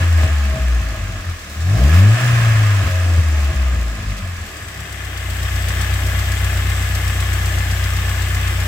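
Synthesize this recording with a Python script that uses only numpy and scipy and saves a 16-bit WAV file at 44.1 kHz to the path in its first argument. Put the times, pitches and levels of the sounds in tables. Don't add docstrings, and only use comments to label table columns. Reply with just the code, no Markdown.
import sys
import numpy as np
from scipy import signal
from scipy.fft import rfft, irfft, next_fast_len
from scipy.io import wavfile
from scipy.ndimage import uniform_filter1d, map_coordinates

SR = 44100
rng = np.random.default_rng(int(sys.argv[2]) if len(sys.argv) > 2 else 0)


def unload_audio(sound):
    columns = np.transpose(np.atleast_2d(sound))
    steps = np.round(np.clip(columns, -1, 1) * 32767)
    wavfile.write(sys.argv[1], SR, steps.astype(np.int16))


def nominal_scale(level):
    x = np.asarray(level, float) / 20
    return 10 ** x


N = 382347

# time in seconds, firings per second.
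SPEED = [(0.0, 88.35), (0.412, 71.15), (1.083, 48.36), (1.372, 41.38), (1.512, 35.71), (1.63, 41.16),
         (1.775, 56.29), (2.025, 98.12), (2.211, 123.13), (2.637, 106.18), (2.955, 89.86), (3.086, 87.24),
         (3.303, 76.9), (3.894, 56.28), (4.645, 33.99), (5.249, 31.07), (5.915, 31.67), (8.67, 31.41)]
# time in seconds, throttle opening 0-1, share of cylinders firing steadily 0-1.
THROTTLE = [
    (0, 0, 0.1),
    (1.42, 0.1, 0.17),
    (1.62, 0.45, 0.15),
    (1.78, 1, 0.97),
    (2.09, 0.5, 0.7),
    (2.17, 0, 0.2),
    (4.48, 0.14, 0.17),
    (4.64, 0, 0.75),
    (8.67, 0.15, 0.88),
]
# time in seconds, level in dB.
BURN = [(0, -25.5), (.72, -25.5), (.9, -25), (1.0, -16.5), (1.2, -16.5), (1.38, -24), (1.55, -11.5),
        (1.66, -2), (1.76, -0.5), (2.07, -0.5), (2.13, -18), (3.8, -27.5), (4.02, -11), (4.5, -23.5),
        (4.66, -22), (5.45, -5.5), (5.92, -3.5), (8.67, -4.5)]
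# time in seconds, depth 0-1 of cylinder differences, share of half orders from a lazy pair.
UNEVEN = [(0, 0.05, .02), (1.9, 0.02, .02), (2.2, 0.1, .04), (2.33, 0.3, .07), (2.6, 0.2, .07),
          (2.72, 0, .03), (4, 0.28, .02), (4.6, 0.15, .02), (5.3, 0.28, .02), (8.67, 0.2, .02)]
CYLINDERS = [-1.4, -.2, .8, .8]
# frequency in Hz, width in Hz, level in dB.
PIPE = [(58, 30, -7), (86, 22, 0)]
# frequency in Hz, gain in dB.
TAILPIPE = [(31, -59), (42, -37), (52, -24), (62, -17), (112, -12), (145, -21.5), (205, -24.5), (245, -38)]
# firing order, level in dB relative to the third.
SNAP = [(4, -20), (5, -20), (6, -26.5), (7, -32)]
# time in seconds, half length in seconds, first-order drop in dB, higher-order flare in dB.
STUMBLES = [(0.0, 0.013, 8.5, 24), (0.17, 0.12, -4, -15), (0.27, 0.021, 18, 6), (0.572, 0.037, 25, 26),
            (0.76, 0.11, -4.5, 3), (0.83, 0.035, 6, -7), (0.965, .04, 12, -2), (1.198, 0.022, -5, -9),
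            (1.246, 0.032, 26, -7), (1.29, 0.11, 2, 14), (1.39, 0.033, 3, -8), (1.47, 0.032, 3, -6),
            (1.55, .025, 3, -7), (1.68, 0.17, 21, 2), (1.791, 0.036, -2, -16), (1.9, 0.051, 5, -2),
            (2.19, 0.046, 10, -4), (2.845, 0.014, 15, -2), (2.93, 0.2, 4.5, -8), (3.19, 0.047, -1, 14),
            (3.24, 0.052, 2, -5.5), (3.535, 0.031, 28, 20), (3.76, 0.028, 3, 10), (3.88, .05, 1, -2),
            (3.92, .05, -1, -6), (3.968, 0.071, 8, -14), (4.034, 0.033, 24, -6), (4.09, 0.061, -4, -1.5),
            (4.189, 0.065, 2, -18), (4.234, 0.028, -1, 17), (4.3, 0.06, 13, 8), (4.335, 0.034, 7, 5.5),
            (4.357, 0.018, 16, 0), (4.422, 0.018, 4, 14.5), (4.56, 0.042, 7, 3), (4.66, .04, 0.5, 4),
            (4.72, .03, 0.5, -2), (4.8, .05, 0.5, 3.5), (4.87, .035, 0.5, -7), (5.46, 0.022, 0.5, 2.5),
            (2.335, 0.012, -2.5, 1), (2.375, 0.0088, 0, 1), (2.41, 0.0086, 7, 5), (2.445, 0.014, 3, 3),
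            (2.545, 0.0092, 4, 1)]
# start in seconds, peak in dB, frequency in Hz.
POPS = [(0.002, -20.5, 139), (0.227, -7, 89.6), (0.538, -19, 142.3), (0.797, -14, 86), (0.919, -18.5, 87.4),
        (1, -17, 86), (1.086, -20, 108), (1.755, -27.5, 309), (1.935, -26.5, 294), (2.839, -8.5, 82.4),
        (2.869, -8.5, 83.5), (3.174, -9.5, 94), (3.501, -18, 90), (3.741, -12.5, 84.7),
        (3.984, -17.5, 82.6), (4.087, -29, 104), (4.233, -40, 99), (4.408, -35, 84.5), (4.62, -22.5, 87),
        (4.77, -29, 142), (4.789, -35, 172)]
# frequency in Hz, level in dB.
SHELL = [(110, -65), (150, -39.5), (200, -37.5), (230, -47.5), (260, -48.5), (300, -51), (345, -47),
         (440, -61.5), (520, -40), (575, -38), (640, -51)]
# time in seconds, half length in seconds, rise in dB.
SINGS = [
    [(.13, 0.13, 6.5), (.45, .15, 5), (1.35, .2, -11), (2.35, .2, -12), (2.75, 0.17, -8), (3.1, 0.12, 10.5), (3.6, 0.15, 3), (3.85, .06, -6), (4.0, .15, 3), (4.5, .3, -8)],
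    [(.3, .1, 4), (1.0, 0.096, 7), (1.35, 0.22, -17), (1.93, .1, 5), (3.3, 0.13, 11), (3.75, .15, -8), (4.07, 0.11, 4.5), (4.5, 0.32, -10)],
    [(.55, .1, -1), (1.35, 0.22, -8), (2.33, .2, 3), (2.7, .15, -5), (3.5, .15, 11), (4.45, 0.31, -6)],
    [(.7, .1, 3), (1.35, .25, -8), (2.0, .1, 0), (3.03, 0.26, 5), (3.75, .1, 4), (4.45, .35, -12)],
]
# time in seconds, place (0 first, 1 second).
PLACE = [
    (0, 0.01),
    (4.3, 0.031),
    (4.9, 1),
    (5.6, 0.99),
    (8.67, 0.91),
]
# time in seconds, gain from nearness in dB.
NEAR = [(0, 0), (4.3, -0.5), (5.07, 2.5), (5.35, 5), (5.65, 6), (6.1, 6.5), (8.67, 6)]
# frequency in Hz, density in dB per Hz.
RUMBLE = [
    [(76, -44), (130, -8), (215, -3.5), (242, -10), (290, -4.5), (460, -11.5), (651, -4), (717, -7.5), (817, -11.5), (900, -38), (1170, -36), (1980, -120)],
    [(76, -17), (130, -13), (146, -7), (237, -15.5), (335, -13), (486, -17.5), (712, -12.5), (900, -34), (1170, -46), (1980, -120)],
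]
# frequency in Hz, density in dB per Hz.
CLATTER = [
    [(470, -25), (800, -10.5), (910, -12.5), (1070, -3), (1150, -5.5), (1240, -2), (1500, -5.5), (1600, -2), (1690, -0.5), (1900, -4), (2650, -6), (3080, -8), (4400, -23.5), (5720, -22), (9680, -120)],
    [(470, -43), (800, -9.5), (847, -9), (910, -20), (1090, -7.5), (1230, -7), (1360, -8), (1740, -2.5), (1880, -6.5), (2070, -2.5), (2300, -10.5), (3060, -9.5), (3330, -13), (4400, -27), (5720, -49), (9680, -120)],
]
# frequency in Hz, width in Hz, level in dB.
COVERS = [(1091, 21, -5.5), (1220, 21, -1.5), (1690, 36, -5), (2603, 24, 1.5), (3250, 19, -21)]
# frequency in Hz, width in Hz, level in dB.
CAPS = [(1737, 34, -4), (2440, 76, -3), (2845, 79, -4), (3264, 39, 3), (3640, 90, 3)]
# frequency in Hz, width in Hz, level in dB.
HEAD = [(1710, 260, 0), (2600, 350, -4)]
# time in seconds, half length in seconds, rises in dB of rumble, cover ring and clatter.
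SHAKES = [(0.0, 0.076, 2, 16, 4.5), (0.24, 0.1, 7.5, 19, 2.5), (0.563, 0.14, 3, 17.5, 0),
          (0.846, 0.68, 1, 9.5, 0), (0.955, .05, 1, 6, 0.5), (1.5, 0.33, -2, -21, -1.5),
          (1.783, 0.072, 3, -2, 0.5), (2.45, 0.37, -1.5, 8, 1.5), (1.954, 0.1, -1, -4, 2.5),
          (2.077, 0.1, -1.5, 2, -2.5), (2.187, 0.051, 2.5, 16, 1), (2.4, 0.12, 1, -2, 0),
          (2.72, .12, -1.5, 7, 1), (2.85, 0.061, 5, -4, 1), (2.96, 0.15, -3.5, 24, 1),
          (3.107, 0.33, 2, -8, -1.5), (3.165, 0.046, -2, -3, 1), (3.536, 0.28, 3, 15, 0.5),
          (3.86, 0.16, 2, 7, -1.5), (4.37, 0.074, -5, -14, -0.5), (5.327, 0.081, 0.5, 4, -1.5),
          (5.8, 0.18, 3, 2, 1.5), (6.058, 0.076, 3, 7, -1.5), (8.437, 0.09, 0, 4, 1.5)]
# frequency in Hz, density in dB per Hz.
HISS = [
    [(2240, -18.5), (3800, -7.5), (7710, -8.5), (8990, -17.5), (12000, -18.5), (15600, -42), (22000, -120)],
    [(2240, 7), (3800, 6), (4330, 7), (4650, 8), (7070, 7), (7930, 12), (8410, 6.5), (9340, -1.5), (11700, -1), (12000, 2.5), (15600, -8), (22000, -120)],
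]
# frequency in Hz, density in dB per Hz.
WHISTLE = [
    [(8000, -40), (9500, -3), (13500, 0), (15100, 0), (15900, -6)],
    [(8000, -40), (9500, -10), (12100, -9), (12500, -1), (12800, 1), (13300, -4), (13550, -2), (14000, -5), (14400, -4), (14800, -7), (15400, -5), (15900, -7)],
]
# time in seconds, half length in seconds, hiss rise in dB, whistle rise in dB.
GULPS = [(0.22, 0.059, 2.5, 5), (1.42, .05, 2, 3), (1.52, 0.065, 2, 6), (1.62, 0.015, 5.5, -1),
         (1.975, 0.058, 3, 10), (2.06, 0.16, -2.5, -6), (2.25, 0.13, 0.5, -4), (2.88, .06, 1, 5),
         (3.43, 0.083, 1.5, 6), (4.1, 0.045, 2, 1), (4.18, 0.017, 6, -4), (4.47, .015, -1, 7),
         (4.6, 0.42, 2, -1), (5.7, 0.034, 2.5, -5), (5.82, 0.035, 2.5, -3)]
# frequency in Hz, density in dB per Hz.
TICK = [(1500, -30), (2500, 0), (4500, 2.5), (6500, 1), (8000, 3), (10000, -5), (15800, -6), (16500, -40)]
# frequency in Hz, level in dB.
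WHINE = [(300, -52), (450, -56), (740, -58), (790, -45), (870, -45), (920, -58), (1270, -39), (1450, -47)]
# dB at 60 firings/s, dB per 60 more, dB at open throttle, share of the nearness.
RUMBLE_LAW = (-43, 9, 10.5, 1)
RING_LAW = (-51, 6, -6, 1.54)
CLATTER_LAW = (-32.5, 5, 3.5, 1.26)
HISS_LAW = (-45.5, 6, 4.5, 1.44)
WHISTLE_LAW = (-49.5, 6.5, 9, 2.2)
# frequency in Hz, left-right likeness 0-1.
ALIKE = [(130, 1), (300, .83), (410, .45), (520, .8), (680, .77), (850, .35), (1400, .5), (2200, .4),
         (3500, .25), (5600, .1), (9000, .2), (13000, .4)]
# frequency in Hz, dB by which left is louder.
LEFT = [
    [(60, 1.5), (180, 1.5), (450, .5), (740, 3), (1150, 0), (1700, -2), (3400, 1.5), (7200, -1.5), (10400, 2), (15000, 1)],
    [(60, 1.5), (180, 1.5), (400, 0), (790, 5), (1150, 3), (1700, 4.5), (3400, 5), (5200, -1), (7000, 0), (8200, 4.5), (9500, 5.5), (15000, 3)],
]
# frequency in Hz, radians by which left leads.
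LEAD = [(0, 0), (1030, 0.2), (1380, 1.4), (2070, 0.3), (3100, 3.2), (3790, 7.8), (4130, 14.5), (6460, 24.0),
        (7320, 33.6), (8440, 40.9), (11300, 40.1), (12500, 42.9), (13100, 43.4), (16600, 52.5)]


def unit(x):
    return x / np.sqrt(np.mean(x ** 2) + 1e-20)


def along(points, hz):
    f, v = np.transpose(points)
    return np.interp(np.log(hz + 1), np.log(f + 1), v)


def curves(rows):
    s, *cols = np.transpose(rows)
    return [np.interp(np.arange(N) / SR, s, c) for c in cols]


def swells(rows):
    s, half, *cols = np.transpose(rows)
    hop = 32
    t = np.arange(0, N, hop)[:, None] / SR
    shape = np.clip(1 - abs(t - s) / half, 0, 1)
    return [np.repeat(shape @ c, hop)[:N] for c in cols]


def wobble(rate_hz):
    knots = rng.standard_normal(int(N * rate_hz / SR) + 4)
    return map_coordinates(knots, [np.arange(N) * rate_hz / SR])


def filtered(x, response):
    m = next_fast_len(N + SR // 2)
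    return irfft(rfft(x, m) * response(np.fft.rfftfreq(m, 1 / SR)), m)[..., :N]


def resonances(modes):
    return lambda f: sum(nominal_scale(db) * 1j * f * w / (c * c - f * f + 1j * f * w) for c, w, db in modes)


def noise_through(response):
    return unit(filtered(rng.standard_normal(N), response))


def rush(gain):
    def mid_side(hz):
        turn = np.arccos(np.clip(along(ALIKE, hz), -1, 1)) / 2
        return gain(hz) * [np.cos(turn), np.sin(turn)]
    mid, side = filtered(rng.standard_normal((2, N)), mid_side)
    return unit(np.array([mid + side, mid - side]))


def placed(spectra, extra=(lambda hz: 1,) * 2, late_s=0):
    share = np.clip(curves(np.add(PLACE, [late_s, 0]))[0], 0, 1)
    first, second = (rush(lambda hz: nominal_scale(along(s, hz)) * more(hz)) for s, more in zip(spectra, extra))
    return np.sqrt(1 - share) * first + np.sqrt(share) * second


def bursts(count, sizes, scatter_db, t60):
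    step = np.floor(count).astype(int)
    scatter = nominal_scale(scatter_db * rng.standard_normal(step[-1] + 1))
    size = np.resize(sizes, step[-1] + 1) * scatter
    kicks = np.diff(step, prepend=step[0]) * size[step]
    return signal.lfilter([1], [1, -nominal_scale(-60 / (t60 * SR))], kicks)


def level(law):
    base_db, faster_db, open_db, share = law
    faster = curves(SPEED)[0] / 60 - 1
    return base_db + faster_db * faster + open_db * curves(THROTTLE)[0] + share * curves(NEAR)[0]


def boom():
    load_db, third_over_second_db, coast_db, ragged_db = 8.5, -0.5, -18.5, 2.5
    rebound_db, rebound_s = 1, 0.082
    speed_hz, = curves(SPEED)
    opening, steady = curves(THROTTLE)
    drop_db, flare_db = swells(STUMBLES)
    keep = np.exp(-1 / (rebound_s * SR))
    lagged_db = signal.lfilter([1 - keep], [1, -keep], np.clip(drop_db, 0, 10))
    first_db = load_db * opening - drop_db + rebound_db * np.tanh(lagged_db)
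    burn_db = curves(BURN)[0] + flare_db + ragged_db * (1 - steady) * wobble(18)
    third_db = burn_db + third_over_second_db + coast_db * (1 - steady)
    sources_db = [first_db, burn_db, third_db]
    return [along(TAILPIPE, k * speed_hz) + db for k, db in enumerate(sources_db, 1)]


def exhaust(firings):
    snap_rad = 2.53
    first, second, third = (nominal_scale(db) for db in boom())
    depth, lope = curves(UNEVEN)
    angle = 2 * np.pi * (firings + .375)
    low = first * np.sin(angle) + second * np.sin(2 * angle) + third * np.sin(3 * angle)
    high = -third * sum(nominal_scale(db) * np.cos(k * (angle + snap_rad)) for k, db in SNAP)
    halves = lope * first * (np.sin(angle / 2) + 0.39 * np.sin(3 * angle / 2))
    step = np.floor(firings + .33).astype(int)
    strength = np.resize(CYLINDERS, step[-1] + 1) + .35 * rng.standard_normal(step[-1] + 1)
    uneven = depth * uniform_filter1d(strength[step], size=200)
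    quarters = filtered(uneven * low, resonances(PIPE))
    return np.sqrt(2) * (low + high * (1 + 0.67 * uneven) + halves + quarters)


def pops():
    puff_db, puff_t60_s, thump_t60_s, rise_s = -14, .09, 0.27, 0.006
    out, gate = np.zeros(N + SR), np.zeros(N + SR)
    t = np.arange(SR // 4) / SR
    for s, db, hz in POPS:
        shape = nominal_scale(db - 60 * t / thump_t60_s) * (1 - np.exp(-t / rise_s))
        angle = 2 * np.pi * hz * t
        thump = np.sin(angle) + 0.18 * np.sin(1.595 * angle) + 0.075 * np.sin(2.3 * angle)
        start = round(s * SR)
        out[start:][:len(t)] += shape * thump
        gate[start:][:len(t)] += shape * nominal_scale(puff_db - 60 * t / puff_t60_s)
    gas = noise_through(resonances([(202, 120, 1), (325, 140, -1), (510, 62, -4)]))
    return out[:N] + gate[:N] * gas


def coasting(firings):
    flicker_db, slip_rad, higher_db = 3, .8, -0.5
    faster_db, load_share = 14, 2.2
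    drum_db, drum_hz, drum_width_hz = -46.5, 200, 22
    speed_hz = curves(SPEED)[0]
    opening, steady = curves(THROTTLE)
    lines = 0
    for k, sings in enumerate(SINGS, 3):
        line_db = along(SHELL, k * speed_hz) + higher_db * (k - 3) + flicker_db * wobble(12)
        angle = 2 * np.pi * k * firings + slip_rad * wobble(14)
        lines = lines + nominal_scale(line_db + swells(sings)[0]) * np.sin(angle)
    drum = noise_through(resonances([(drum_hz, drum_width_hz, 0)]))
    lines = lines + nominal_scale(drum_db + flicker_db * wobble(7.7)) * drum
    drive = np.clip(1 - steady, 0, 1) + load_share * opening
    return drive * nominal_scale(faster_db * np.minimum(speed_hz / 60 - 1, 0)) * lines


def shake():
    return [level(law) + db for law, db in zip((RUMBLE_LAW, RING_LAW, CLATTER_LAW), swells(SHAKES))]


def casting(firings):
    throb_db, knock_db = -5.5, -16
    rumble_db = shake()[0]
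    rumble = nominal_scale(rumble_db + 2.5 + 0.69 * wobble(12)) * placed(RUMBLE)
    puffs = unit(bursts(firings - .06, [1, 1, 1, .5], scatter_db=2, t60=.07))
    gas = noise_through(lambda hz: resonances([(270, 180, 0)])(hz) ** 2)
    throb = nominal_scale(rumble_db + throb_db) * curves(PLACE)[0] * puffs * gas
    modes = resonances([(210, 70, 0), (330, 150, -1), (560, 300, -1)])
    blows = bursts(firings - .1, [1], scatter_db=1.5, t60=.002)
    knocks = unit(filtered(blows, lambda hz: modes(hz) * hz ** 4 / (hz ** 4 + 160 ** 4)))
    return rumble + throb + nominal_scale(rumble_db + knock_db) * knocks


def cover_ring():
    ring_hz, shadow_db = 640, 5
    angle = 2 * np.pi * ring_hz * np.arange(N) / SR + .6 * wobble(18)
    return nominal_scale(shake()[1] + 1 - shadow_db * curves(PLACE)[0]) * np.sin(angle)


def clatter(firings):
    rap_db, rap_faster_db = -7.5, 17.5
    clatter_db = shake()[2]
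    gear = bursts(2 * firings + .2, [.25, .9, .1, 1, .2, .9, .5, 1.2], scatter_db=2, t60=.06)
    chain = bursts(5 * firings + .3 * wobble(30), [1], scatter_db=2, t60=.015)
    knocks = unit(1 + .75 * gear + .3 * chain)
    covers = [lambda hz, c=c: abs(1 + resonances(c)(hz)) for c in (COVERS, COVERS + CAPS)]
    metal = nominal_scale(clatter_db + 0.089 * wobble(15)) * knocks * placed(CLATTER, covers)
    blows = bursts(firings + .2, [1, .8, 1, .9], scatter_db=2.5, t60=.001)
    raps = unit(filtered(blows, lambda hz: resonances(HEAD)(hz) ** 2))
    piston_db = clatter_db + rap_db + rap_faster_db * (curves(SPEED)[0] / 120 - 1)
    return metal + nominal_scale(piston_db) * raps


def airflow():
    hiss_db, whistle_db = swells(GULPS)
    return level(HISS_LAW) + hiss_db, level(WHISTLE_LAW) + whistle_db


def patchy(x):
    patch_db = 1.1
    z = signal.stft(x, nperseg=512)[2]
    field = uniform_filter1d(rng.standard_normal(z.shape[1:]), size=4, axis=0)
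    field = uniform_filter1d(field, size=20, axis=1)
    return signal.istft(z * nominal_scale(patch_db * unit(field)), nperseg=512)[1][:, :N]


def intake():
    hiss_db, whistle_db = airflow()
    draught_db = 0.16 * wobble(14)
    hiss = nominal_scale(hiss_db + 6 + draught_db) * placed(HISS, late_s=-0.25)
    whistle = nominal_scale(whistle_db - 2.5 + draught_db) * placed(WHISTLE, late_s=.25)
    return patchy(hiss + whistle)


def valves(firings):
    hiss_db = airflow()[0]
    tappet = bursts(firings + .255, [0, 0, 0, 1.15], scatter_db=1, t60=.07)
    rebound = bursts(firings + .13, [0, 0, 0, .4], scatter_db=2, t60=.03)
    ticks = bursts(firings + .19, [1.1, 1.1, 1, .6], scatter_db=2, t60=.037)
    broad = rush(lambda hz: nominal_scale(along(TICK, hz)))
    bright = rush(lambda hz: nominal_scale(along(TICK, hz)) * hz ** 4 / (hz ** 4 + 3600 ** 4))
    loose = nominal_scale(hiss_db + 5.5 + 4.5 * curves(PLACE)[0]) * (tappet + rebound) * broad
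    return loose + nominal_scale(hiss_db + 4.5) * ticks * bright


def alternator(firings):
    order = 11.46
    whine_db = along(WHINE, order * curves(SPEED)[0]) + 2.5 * wobble(14)
    return nominal_scale(whine_db) * np.sin(2 * np.pi * order * firings + .5 * wobble(10))


def scene():
    firings = np.cumsum(curves(SPEED)[0]) / SR
    pipe = exhaust(firings) + pops() + coasting(firings)
    block = casting(firings) + cover_ring() + clatter(firings)
    return pipe + block + intake() + valves(firings) + alternator(firings)


def top_cut(x):
    return signal.sosfilt(signal.butter(12, 17060, fs=SR, output="sos"), x)


def record(dry):
    ceiling, top_hz = .86, 15820
    dry = dry / (1 + abs(dry / ceiling) ** 10) ** .1
    halves = [.5, -.5]

    def ports(hz, left):
        lead_rad = along(LEAD, hz) * (hz > 200) + .08 * (hz <= 200)
        return nominal_scale(np.outer(halves, along(left, hz))) * np.exp(1j * np.outer(halves, lead_rad))

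    first, second = (filtered(dry, lambda hz: ports(hz, left) * (hz < top_hz)) for left in LEFT)
    share = np.clip(curves(PLACE)[0], 0, 1)
    return top_cut((1 - share) * first + share * second)


dry = scene()
out = record(dry)
unload_audio(out)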